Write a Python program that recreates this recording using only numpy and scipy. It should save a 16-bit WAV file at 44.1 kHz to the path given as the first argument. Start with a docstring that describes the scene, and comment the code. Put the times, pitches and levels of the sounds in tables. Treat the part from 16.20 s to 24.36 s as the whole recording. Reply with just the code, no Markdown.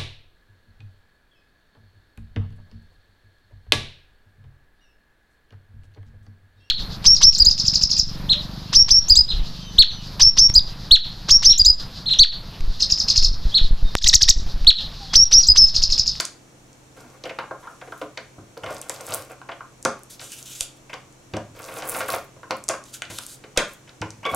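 """Tape dispenser on a paper sheet

A hand presses a small sheet on a wooden table while a plastic tape dispenser is rolled along its edges.
Blows ring the plastic shell and table, rolling bumps make them rumble, and a slipping axle squeaks once.
Tape hisses and lets go in sticky ticks, paper slides as filtered hiss and snaps as short noise bursts.
A small quiet room with a humming fan answers as a fading noise tail, heard by a close microphone pair."""
import sys
import numpy as np
from scipy import signal
from scipy.fft import rfft, irfft
from scipy.io import wavfile
from scipy.ndimage import uniform_filter1d

SR = 44100
rng = np.random.default_rng(int(sys.argv[2]) if len(sys.argv) > 2 else 0)


def ratio(d):
    """dB to gain"""
    e = np.asarray(d, float) / 20
    return 10 ** e


def wrap_up_sound(samples):
    """Save the sound to the file named by the first command line argument, as 16-bit audio."""
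    columns = np.atleast_2d(samples).T
    # keep every value between -1 and 1, then stretch to whole-number steps
    tamed = np.clip(columns, -1, 1)
    steps = np.round(tamed * 32767).astype(np.int16)
    wavfile.write(sys.argv[1], SR, steps)


N = 359811
T = np.arange(N) / SR

# ways the dispenser shell rings: (pitch [Hz], level [dB], time to fade by 60 dB [s])
SHELL_MODES = [(300, -8.5, 0.07), (422.8, -6, 0.08), (535, -2, 0.043), (582.5, -3, 0.037),
               (680.5, -5.5, 0.072), (760, -1, 0.027), (930, -0.5, 0.021), (1070, 3, 0.026),
               (1170, 6, 0.017), (1310, 3, 0.023), (1390, 6, 0.014), (1615, 2, 0.018), (2167, 15, 0.0025),
               (2844, -0.5, 0.01), (3000, -1.5, 0.0065), (3600, 5.5, 0.0031), (4900, 5.5, 0.0013)]
# ways the table rings: (pitch [Hz], level [dB], time to fade by 60 dB [s])
TABLE_MODES = [(62, -41, 0.053), (109, 13, 0.18), (159, 19, 0.043), (232, 0.5, 0.098)]
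# pushes of the dispenser: (start [s], length [s], pressure at start [dB], pressure at end [dB],
# unwinding tape against pressure [dB])
ROLL_STROKES = [(0.765, 0.35, -49, -65.5, -8), (2.425, 0.075, -45, -36, -22),
                (2.487, 0.22, -37, -53.5, -7.5), (2.688, 0.15, -43.5, -43.5, -5),
                (2.772, 0.17, -56, -34.5, -1), (2.951, 0.13, -37.5, -53, -5.5),
                (3.098, 0.036, -40.5, -52, -10), (5.352, 0.25, -47.5, -37.5, -6),
                (5.631, 0.204, -35, -34.5, -8.5), (5.844, 0.077, -49, -26.5, -4),
                (5.942, 0.12, -27.5, -59, -7.5), (8.092, 0.079, -41, -32.5, -6)]
# sheet sliding on wood: (start [s], length [s], hiss at start [dB], hiss at end [dB],
# air gap resonance halfway through [Hz])
SLIDE_STROKES = [(1.395, 0.45, -62, -60.5, 3000), (3.903, 0.052, -42.5, -52, 4100),
                 (4.004, 0.15, -42.5, -49, 3260), (4.121, 0.07, -39, -41, 3000),
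                 (4.189, 0.053, -42, -55, 3600), (4.259, 0.078, -43.5, -41, 3220),
                 (4.349, 0.079, -44.5, -37, 3640), (4.54, 0.031, -77, -56, 3500),
                 (6.655, 0.055, -54.5, -54, 3570), (6.724, 0.019, -52, -33.5, 3760),
                 (6.903, 0.08, -41, -43, 3450), (6.999, 0.15, -46.5, -47.5, 3830),
                 (7.48, 0.066, -53, -57, 3470)]


def read(points, hz):
    """Look up a (frequency [Hz], value) table, with frequency on a log axis."""
    f, v = np.transpose(points)
    return np.interp(np.log(np.maximum(hz, 1)), np.log(f), v)


def shape(x, gain):
    """Filter a sound by a gain that depends on frequency in Hz."""
    return irfft(rfft(x) * gain(np.fft.rfftfreq(x.shape[-1], 1 / SR)), x.shape[-1])


def unit(x):
    """Scale a sound to an rms of 1."""
    return x / np.sqrt(np.mean(x ** 2))


def walk(rate):
    """Wandering curve with an rms of 1: random steps, rate of them per second, smoothed twice."""
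    hold = int(SR / rate)
    steps = np.repeat(rng.standard_normal(N // hold + 1), hold)
    smooth = uniform_filter1d(uniform_filter1d(steps, hold), hold)
    return unit(smooth[:N])


def ring(modes, gains, size):
    """A struck object answers with a sum of sine waves that die away, one for each of its modes."""
    hz, db, t60 = np.transpose(modes)[:, :, None]
    t = T[:size]
    decay = np.exp(-np.log(1000) * t / t60)
    return np.sum(gains[:, None] * ratio(db) * decay * np.sin(2 * np.pi * hz * t), axis=0)


def add(out, s, sound, db):
    """Lay a sound into out at time s with the given peak level."""
    i = max(int(s * SR), 0)
    out[i:i + len(sound)] += (ratio(db) * sound / np.abs(sound).max())[:N - i]


def burst(ms, size):
    """A ragged contact that swells for a moment and dies, with a nearly even spectrum."""
    t = T[:size] * 1000 / max(ms, .1)
    envelope = (1 - np.exp(-t / 0.16)) * np.exp(-t)
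    x = rng.standard_normal(size) * envelope
    # in turn, flatten the spectrum and hold the wave under its envelope
    for _ in range(3):
        spectrum = rfft(x)
        x = irfft(spectrum / np.abs(spectrum), size)
        ceiling = envelope * 2 * np.linalg.norm(x) / np.linalg.norm(envelope)
        x = np.sign(x) * np.minimum(np.abs(x), ceiling)
    return x


def grit(density, spread_db):
    """Sparse grains of uneven size, density of them per second, over fine noise."""
    size = ratio(spread_db * np.minimum(rng.exponential(size=N), 3))
    return rng.standard_normal(N) * (1 + (rng.random(N) < density / SR) * size)


def strokes(rows):
    """Level [dB] over time as strokes set in, move from first to last level and die; and which is loudest."""
    attack_db_per_s, release_db_per_s = 2500, 794
    start, length, first_db, last_db = np.array(rows).T[:4, :, None]
    t = T - start
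    db = first_db + (last_db - first_db) * np.clip(t / length, 0, 1)
    db = db + attack_db_per_s * np.minimum(t, 0) - release_db_per_s * np.maximum(t - length, 0)
    return np.maximum(db.max(axis=0), -140), db.argmax(axis=0)


def tape_db():
    """The unwinding tape follows the pressure of the push, offset by its own amount in each push."""
    pressure_db, loudest = strokes(ROLL_STROKES)
    return pressure_db + np.array(ROLL_STROKES)[loudest, -1]


def air():
    """Room hush and microphone hiss are shaped noise, partly alike left and right, with wavering steady tones."""
    # colour of the hush: (frequency [Hz], relative level per Hz [dB])
    hush_colour = [(12, -29), (20, -7.5), (70, -15), (134, -9), (168, -12), (301, -13.5), (367, -15.5),
                   (459, -14.5), (1710, -26), (5150, -32.5), (5600, -28), (6500, -27.5), (7100, -29.5),
                   (7700, -29), (14300, -44), (16000, -49)]
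    # how alike left and right are: (frequency [Hz], likeness [0-1])
    likeness = [(60, 0.86), (130, 0.87), (290, 0.59), (640, 0.26), (1410, 0), (3100, 0.03), (6820, 0.23),
                (15000, 1)]
    # fan hum and faint steady tones: (pitch [Hz], level [dB])
    whine = [(100.6, -70.5), (129.2, -56.5), (198.5, -70.5), (258.4, -66), (301, -63), (344, -64.5),
             (2283, -74), (2643, -76), (4199, -76), (5609, -72), (5932, -79), (6164, -73), (7079, -70)]

    def colour(hz):
        return ratio(read(hush_colour, hz))

    def side_colour(hz):
        like = np.clip(read(likeness, hz), 0, .99)
        return colour(hz) * np.sqrt((1 - like) / (1 + like))

    mid = shape(rng.standard_normal(N), colour)
    side = shape(rng.standard_normal(N), side_colour)
    hush = ratio(-52) / np.std(mid) * np.array([mid + side, mid - side])
    tones = 0
    for hz, db in whine:
        level = np.sqrt(2) * ratio(db + 0.42 * walk(29))
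        wavering_time = np.cumsum(1 + 0.00062 * walk(1.7)) / SR
        tones = tones + level * np.sin(2 * np.pi * hz * wavering_time)
    return hush + tones


def room(x):
    """Diffuse echoes form a fading noise tail, with its own fade time and left-right difference in each band."""
    # fade time: (frequency [Hz], time to fade by 60 dB [s])
    fade_time = [(100, 0.31), (700, 0.26), (1840, 0.33), (4850, 0.29), (12000, 0.23)]
    # colour of the tail: (frequency [Hz], relative level [dB])
    tail_colour = [(100, 1.5), (700, 2), (3000, -2), (7000, -6.5), (12000, -5)]
    # left-right difference: (frequency [Hz], side minus mid [dB])
    side_level = [(60, -20), (380, -31), (700, -16), (2380, -7), (8000, -6), (15000, -12)]
    size, tail = 22050, 0
    t = T[:size]
    # half-octave bands
    for hz in 50 * 2 ** np.arange(0, 8.6, .5):
        noise = rng.standard_normal((2, size))
        band = shape(noise, lambda f: np.exp(-(2 * np.log2((f + 1) / hz)) ** 2 * 2))
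        band = band * np.exp(-np.log(1000) * t / read(fade_time, hz)) * ratio(read(tail_colour, hz))
        tail = tail + band * np.array([[1], [ratio(read(side_level, hz))]])
    # silent for 0.42 ms, then rising over 0.84 ms
    tail = tail * np.clip((t - 0.00042) / 0.00084, 0, 1)
    tail = tail * ratio(-6) / np.linalg.norm(tail[0])
    mid, side = signal.fftconvolve(x[None], tail)[:, :N]
    return np.array([mid + side, mid - side])


def low_swings():
    """A deep, fading low swing comes with some blows: two low, fading tones, stronger on the left."""
    # low swings at loud blows: (time [s], level [dB])
    swings = [(4.413, -33.5), (7.375, -19), (7.82, -42)]
    out = np.zeros(N)
    for s, db in swings:
        swing = ring([(45, 10, 0.023), (14, -9, 0.24)], np.ones(2), size=16384)
        add(out, s, swing, db)
    # louder by 1.9 dB on the left, softer by as much on the right
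    return out * ratio(np.array([[1.9], [-1.9]]))


def slide():
    """Paper fibres scrape the grain; the narrowing air gap under the sheet lifts a moving band and its octave."""
    # colour of the scrape: (frequency [Hz], relative level per Hz [dB])
    paper_colour = [(880, 7.5), (1500, -6), (2100, -9), (2740, -5), (3690, -6), (4870, -2), (6500, 3.5),
                    (11100, 1.5), (15000, -9), (17000, 0)]
    hiss_db, loudest = strokes(SLIDE_STROKES)
    start, length, *_, middle_hz = np.array(SLIDE_STROKES)[loudest].T
    # the resonance rises in octaves per s while a stroke lasts
    rise = 0.77 * np.clip(T - start - length / 2, -length, length)
    gap_hz = middle_hz * 2 ** (rise + 0.023 * walk(21))
    fibres = grit(250, 6) * ratio(2.2 * walk(60))
    scrape = unit(shape(fibres, lambda f: ratio(read(paper_colour, f))))
    out = 0
    # third-octave bands, each lifted as the resonance passes it
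    for hz in 1400 * 2 ** np.arange(0, 3.6, 1 / 3):
        band = shape(scrape, lambda f: np.exp(-(3 * np.log2((f + 1) / hz)) ** 2 * 2))
        lift_db = 13 * np.exp(-(np.log2(gap_hz / hz) / .3) ** 2)
        octave_db = 6 * np.exp(-(np.log2(2 * gap_hz / hz) / .22) ** 2)
        out = out + band * ratio(lift_db + octave_db + 2 * walk(25))
    return ratio(hiss_db) * out


def peel():
    """Tape sticks and slips: nearly even ticks whose pace and size wander, each a tiny high ring."""
    # tape letting go: (start [s], length [s], ticks at start [dB], ticks at end [dB], pace [ticks per s])
    peel_strokes = [(5.413, 0.18, -54, -52, 95), (5.642, 0.047, -51, -35, 220),
                    (5.717, 0.025, -34, -35, 280), (5.758, 0.035, -36.5, -32, 230),
                    (5.862, 0.074, -43.5, -59, 130)]
    tick_db, loudest = strokes(peel_strokes)
    rate = np.array(peel_strokes)[loudest, -1]
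    # a tick falls each time the running count passes a whole number
    count = np.cumsum(rate * ratio(2.6 * walk(120))) / SR
    slips = np.diff(np.floor(count), prepend=0) * ratio(4 * rng.standard_normal(N))
    tick = ring([(10640, -13.0, 0.0019), (8300, -4, 0.00055), (14200, -12, 0.00033)], np.ones(3), size=256)
    tick = signal.sosfilt(signal.butter(2, 7000, "high", fs=SR, output="sos"), tick)
    tick = tick / np.linalg.norm(tick)
    # rarer ticks are made larger, so the level holds at any pace
    return ratio(tick_db) * signal.fftconvolve(slips * np.sqrt(SR / rate), tick)[:N]


def snaps():
    """Paper, nail and tape crack: short noise bursts in a broad band, each with a brief ring at its own pitch."""
    # placed snaps: (time [s], level [dB], centre [Hz])
    placed = [(0.0004, -10, 4700), (0.007, -14.5, 7500), (0.049, -22.5, 4370), (0.0524, -13.5, 6660),
              (0.5297, -42, 6250), (1.038, -27, 4230), (1.7782, -38, 9900), (1.975, -24.5, 4540),
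              (1.7865, -48, 10500), (1.796, -48, 11000), (2.375, -34, 4430), (2.377, -42, 10900),
              (2.443, -35, 6000), (2.462, -35.5, 3600), (2.5282, -36.5, 7800), (2.546, -31.5, 8500),
              (2.582, -33.5, 7830), (2.615, -21, 7950), (2.6954, -13.5, 7470), (2.717, -36, 3180),
              (2.7613, -33, 4390), (2.808, -29.5, 5900), (2.812, -31, 8900), (2.8419, -51, 8850),
              (2.8857, -35, 8300), (2.89, -29, 10600), (2.9084, -31, 8000), (2.922, -22.5, 4000),
              (2.939, -11, 8500), (2.9456, -11, 10750), (3.0223, -33.5, 6930), (3.049, -41, 7770),
              (3.118, -36.5, 8100), (3.315, -41, 3470), (3.627, -28, 7300), (3.65, -7.5, 6170),
              (3.792, -44, 10000), (3.834, -32, 8700), (3.995, -31.5, 4040), (4.0135, -32, 4550),
              (4.119, -27, 7520), (4.227, -30, 6400), (4.4073, -17, 3600), (4.4078, -8.5, 7300),
              (4.74, -30, 4800), (4.9256, -43, 6700), (5.1366, -31, 4540), (5.168, -28, 5700),
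              (5.366, -46, 3520), (5.389, -38.5, 2260), (5.4197, -33, 8240), (5.441, -31, 7050),
              (5.45, -30, 6180), (5.52, -40.5, 2600), (5.54, -34, 10500), (5.572, -29, 11200),
              (5.579, -40, 9540), (5.5864, -29, 6840), (5.6223, -32, 5670), (5.6548, -31, 10800),
              (5.677, -24, 11000), (5.6895, -16.5, 11100), (5.6953, -12.5, 10940), (5.7, -18, 10800),
              (5.705, -22, 10800), (5.77, -22, 10300), (5.7915, -25, 9500), (5.884, -22, 9900),
              (5.902, -23.5, 4010), (5.9028, -18.5, 10800), (5.891, -22, 11000), (5.912, -27, 11500),
              (5.922, -21, 11030), (5.932, -22, 11130), (5.948, -24, 11050), (5.962, -29.5, 10700),
              (5.99, -37.5, 10940), (6.043, -43.5, 12000), (6.05, -46, 12080), (6.3083, -18.5, 4330),
              (6.368, -35, 10100), (6.385, -44, 9000), (6.439, -26, 7760), (6.4823, -21, 6200),
              (6.4881, -8, 6870), (6.51, -25, 5170), (6.6388, -34, 6600), (6.82, -23.5, 6300),
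              (6.8518, -34, 4070), (6.985, -23, 3680), (6.9867, -20.5, 8000), (7.0652, -22.5, 8300),
              (7.3738, -7.5, 4300), (7.375, -6.5, 6530), (7.375, -8, 3600), (7.535, -33.5, 11800),
              (7.692, -39.5, 3880), (7.8157, -25.5, 5500), (7.905, -27, 6000), (8.052, -28, 3640),
              (8.1468, -11.5, 9600)]
    out = np.zeros(N)
    # small stray snaps fall at random and follow the hiss of tape and sheet
    when, pitch, weakness = rng.random((900, 3)).T
    hiss_db = np.maximum(tape_db(), strokes(SLIDE_STROKES)[0] - 7)[(when * N).astype(int)]
    stray = zip(when * T[-1], hiss_db + 8 - 9 * weakness, 2600 * 2 ** (2.1 * pitch))
    audible = [row for row in stray if row[1] > -70]
    for s, db, hz in placed + audible:
        # contact of 1.05 ms at 6 kHz, about half as long an octave higher
        crack = burst(1.05 * ratio(-6 * np.log2(hz / 6000)), size=1024)
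        band = signal.butter(3, [hz / 1.5, min(hz * 1.5, .45 * SR)], "band", fs=SR)
        add(out, s, signal.lfilter(*band, crack), db)
        add(out, s, signal.lfilter(*signal.iirpeak(hz, 9., SR), crack), db - 3)
    return out


def squeak():
    """The roller axle slips with a thin rising whistle, catches, sings with three partials and lets go."""
    # strength of the sung partials, lowest first: (level [dB])
    partials_db = [-2, -5, -12]
    # the song swells twice: (time [s], level against the singing level [dB])
    grip = [(8.056, 2), (8.066, 4), (8.086, -4), (8.101, 4), (8.11, -14)]
    slip_s, catch_s, let_go_s = 8.03, 8.056, 8.106
    slip_hz, sing_hz, glide_s = 746, 1150, 0.016
    sing_db, slip_db = -28, -35
    hz = sing_hz - (sing_hz - slip_hz) * np.exp(-(np.maximum(T - slip_s, 0) / glide_s) ** 2)
    # after the catch the pitch sags by 500 Hz per s
    hz = hz - 500 * np.clip(T - catch_s, 0, .2)
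    phase = 2 * np.pi * np.cumsum(hz * (1 + 0.011 * walk(90))) / SR
    since_let_go = np.maximum(T - let_go_s, 0)
    tone = 0
    for k, db in enumerate(partials_db):
        # higher partials fade faster, in dB per s
        fade_db = (900 + 300 * k) * since_let_go
        tone = tone + ratio(db + 2 * walk(140) - fade_db) * np.sin((k + 1) * phase)
    # fast chatter gives the tone rough sidebands
    tone = tone * (1 + ratio(-13) * walk(1200))
    # the song sets in at 2500 dB per s up to the catch
    song_db = np.interp(T, *np.transpose(grip)) + sing_db + 2500 * np.minimum(T - catch_s, 0)
    slipping = uniform_filter1d(1. * (T > slip_s) * (T < catch_s), size=200)
    slipping = slipping * np.clip((T - slip_s) / (catch_s - slip_s), .3, 1)
    # the whistle sounds at three times the base pitch
    whistle = ratio(slip_db) * slipping * np.sin(3 * phase)
    return np.sqrt(2) * ratio(1.5 * walk(150)) * (ratio(song_db) * tone + whistle)


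def roll():
    """Bumps under the roller keep shell and table ringing; the tape hisses as it unwinds."""
    # colour of the tape hiss: (frequency [Hz], relative level per Hz [dB])
    tape_colour = [(1470, -56), (2500, -5), (5270, -2), (8460, -3), (9440, -10), (11600, -7), (15000, -15),
                   (17000, -16)]
    pressure = ratio(strokes(ROLL_STROKES)[0])
    bumps = grit(300, 9) * ratio(2.2 * walk(60))
    # shell modes away from 600 Hz are weaker by 4 dB an octave
    tilt = ratio(-4 * np.abs(np.log2(np.array(SHELL_MODES)[:, 0] / 600)))
    shell = ring(SHELL_MODES, tilt * (-1) ** np.arange(len(SHELL_MODES)), size=8192)
    table = ring(TABLE_MODES, np.ones(len(TABLE_MODES)), size=8192)
    shell_rumble = unit(signal.fftconvolve(bumps, shell)[:N])
    table_rumble = unit(signal.fftconvolve(bumps, table)[:N])
    no_bass = signal.butter(2, 55, "high", fs=SR, output="sos")
    shell_rumble, table_rumble = signal.sosfilt(no_bass, [shell_rumble, table_rumble])
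    # glue threads of each size tear on their own, so every band crackles separately
    hiss = 0
    for hz in (2500, 5000, 10000, 17000):
        tears = grit(250, 11) * ratio(3 * walk(70))
        hiss = hiss + shape(tears, lambda f: ratio(read(tape_colour, f)) * np.exp(-(np.log2((f + 1) / hz)) ** 2 * 2))
    return pressure * (shell_rumble + table_rumble * ratio(-17)) + unit(hiss) * ratio(tape_db())


def knocks():
    """A ragged contact force rings the shell modes near where it is struck, clacks, and thumps the table."""
    # dispenser knocks: (time [s], level [dB], strongest ring [Hz], bright part against level [dB],
    # contact time [ms])
    blows = [(0.001, -20.5, 2540, 7, 3.95), (0.765, -40.5, 243, -7, 39), (1.038, -31.5, 630, 0.5, 13),
             (1.052, -23, 498, -0.5, 13.6), (1.092, -27.5, 535, 4, 16.3), (1.187, -18.5, 940, -2.5, 4.5),
             (1.196, -30, 935, 0, 7.6), (1.239, -27, 880, -21, 2.9), (1.31, -20, 1150, -31, 1.4),
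             (1.31, -22.5, 540, -16.5, 6.5), (1.426, -35.5, 1220, -9, 42), (1.47, -27.5, 1190, -13, 8.5),
             (1.613, -29.5, 740, -0.5, 6.3), (1.673, -32.5, 300, -5.5, 12), (1.721, -21.5, 1285, -7.5, 3.9),
             (1.814, -19, 300, -7, 9.5), (1.973, -28, 530, 7, 6.5), (2.179, -37.5, 275, -31, 9.8),
             (2.368, -30, 480, -12, 7.2), (2.434, -25, 620, 0.5, 8.4), (2.46, -26.5, 560, 3, 17),
             (2.495, -25.5, 620, -11, 15.7), (2.696, -21.5, 421, -0.5, 3.8), (2.8, -30.5, 573, -3, 12),
             (2.896, -27.5, 590, -4, 31), (3.105, -33.5, 570, -5.5, 9.8), (3.215, -28.5, 1420, -8, 1.8),
             (3.288, -21.5, 690, -7.5, 8.7), (3.317, -31, 520, 4.5, 7.8), (3.406, -24, 1170, -18, 3.6),
             (3.65, -11, 541, -6.5, 6.7), (3.655, -13.5, 1310, -21, 2.6), (3.996, -45, 600, 10.5, 12),
             (4.014, -38, 440, 5, 12), (4.216, -44.5, 379, -15, 9.5), (4.409, -34.5, 685, -8, 3.4),
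             (4.695, -36, 412, 5.5, 16), (4.73, -24.5, 690, 3, 10.2), (5.136, -21.5, 210, -3, 8.8),
             (5.164, -21.5, 630, -8, 7.2), (5.365, -38.5, 403, -5, 12), (5.484, -28.5, 608, 1, 7.2),
             (5.531, -32, 1230, -4, 8.5), (5.587, -39, 680, -4, 7.3), (5.621, -29, 714, 4, 7.6),
             (5.638, -31, 1250, -14, 17), (5.745, -24, 765, 2.5, 12), (5.765, -26, 740, -1, 5),
             (5.797, -23, 515, -6, 8), (5.805, -21.5, 560, 1.5, 6.5), (5.813, -25, 523, 6.5, 6.7),
             (5.884, -18, 1085, -9, 8.1), (5.936, -14, 586, -3.5, 6.5), (6.162, -40.5, 560, -5.5, 8.6),
             (6.23, -30, 1040, -7.5, 5.3), (6.296, -33, 790, -15, 8.9), (6.307, -14, 1047, -1.5, 5.4),
             (6.317, -21.5, 535, -5, 3.8), (6.484, -23, 598, -6, 11.6), (6.494, -15.5, 930, -4, 8.4),
             (6.502, -22, 536, -6, 2.5), (6.535, -21.5, 1070, -6, 7.4), (6.82, -25.5, 1490, 11.5, 1.5),
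             (6.899, -34.5, 342, 4.5, 18), (6.986, -27.5, 1220, -12, 3.8), (7.238, -36, 421, 3.5, 6.6),
             (7.36, -26, 1850, -3, 21), (7.373, -14.5, 594, 5.5, 7.3), (7.385, -17, 1090, 0, 19),
             (7.673, -42.5, 720, 3, 24), (7.818, -20, 321, -0.5, 5.4), (7.822, -21, 880, -12, 5.7),
             (8.03, -32, 2710, -2, 10), (8.052, -21, 593, -0.5, 7.1), (8.062, -21.5, 460, 2, 7.6),
             (8.112, -26, 232, -13, 4.2), (8.136, -16, 760, -9.5, 3.1), (8.149, -19, 260, -11, 6)]
    # weight landing on the table: (time [s], level [dB])
    landings = [(0.771, -45), (2.184, -33.5), (2.434, -32.5), (2.896, -34), (3.651, -43), (3.996, -44),
                (5.136, -21.5), (5.162, -32), (5.311, -37.5), (5.53, -38), (5.936, -40), (6.168, -42),
                (6.489, -34.5), (6.9, -33), (7.811, -22), (7.988, -37.5), (8.131, -25)]
    out, size = np.zeros(N), 8192
    shell = np.array(SHELL_MODES)
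    low = shell[:, 0] < 1700
    # the heavy table takes a few ms to start moving
    thud = ring(TABLE_MODES, np.ones(len(TABLE_MODES)), size) * (1 - np.exp(-T[:size] / 0.0023))
    for s, db, hz, bright_db, contact_ms in blows:
        force = burst(contact_ms, size)
        # the small stiff parts feel mostly the first instant
        sharp = force * np.exp(-T[:size] / 0.018)
        # each grip detunes the modes a little
        chance = rng.standard_normal((2, len(shell)))
        held = shell * np.column_stack([1 + 0.028 * chance[0], np.ones((len(shell), 2))])
        # low modes lose 8 dB for each octave away from the strongest ring
        nearness = ratio(-8 * np.abs(np.log2(shell[:, 0] / min(hz, 1200.))))
        near = np.sign(chance[1]) * np.where(low, nearness, 1)
        body = ring(held, near * low, size)
        bright = ring(held, near * ~low, size)
        # the struck panel sounds its own note for 28 cycles, fainter if it is small
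        note = ring([(hz, 0, 28 / hz)], np.ones(1), size)
        note_db = db - 5 - 6 * max(np.log2(hz / 700), 0)
        clack_band = signal.butter(2, [hz / 1.09, hz * 1.5], "band", fs=SR, output="sos")
        add(out, s, signal.fftconvolve(force, body)[:size], db)
        add(out, s, signal.sosfilt(clack_band, force), db - 14.5)
        add(out, s, signal.fftconvolve(force, note)[:size], note_db)
        add(out, s, signal.fftconvolve(sharp, bright)[:size], db + bright_db)
    # the light shell radiates little below its lowest mode
    out = signal.sosfilt(signal.butter(3, 130, "high", fs=SR, output="sos"), out)
    # every blow also moves the table a little
    shared = [(s, db - 29.5) for s, db, *_ in blows]
    for s, db in landings + shared:
        add(out, s, thud, db)
    # knocks and thuds lose their deepest bass below 50 Hz
    return signal.sosfilt(signal.butter(2, 50, "high", fs=SR, output="sos"), out)


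def scene():
    """Most sounds sit near the middle and reach the left port a moment sooner; snaps wander left and right."""
    sides = np.array([[1], [-1]])
    near = knocks() + roll() + peel() + slide() + squeak()
    # the slope of the wave shifts it 3 microseconds earlier on the left, later on the right
    lead = np.gradient(near) * SR * 3e-6
    placed = near * ratio(-.1 * sides) + lead * sides
    cracks = snaps()
    # snaps come from all over the sheet
    spread = cracks * ratio(sides * (0.74 + 1.5 * walk(30)) / 2)
    return placed + spread + room(near + cracks) + air() + low_swings()


def band_limit(x):
    """A steep low-pass at the top of the band."""
    return signal.sosfilt(signal.butter(12, 16840, fs=SR, output="sos"), x)


def record(dry):
    """A quick limiter leans on the loudest blows and rounds their peaks, then the top is cut."""
    limit_db, hold_s = -2.5, 0.0011
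    keep = np.exp(-1 / (hold_s * SR))
    power = signal.lfilter([1 - keep], [1, -keep], np.mean(dry ** 2, axis=0))
    limited = dry / (1 + power / ratio(limit_db) ** 2) ** 0.34
    rounded = 0.86 * np.tanh(limited)
    # steep cut above 15.8 kHz
    top_cut = signal.ellip(8, .5, 30, 15800, fs=SR, output="sos")
    mix = signal.sosfilt(top_cut, rounded)
    return band_limit(mix)


dry = scene()
out = record(dry)
wrap_up_sound(out)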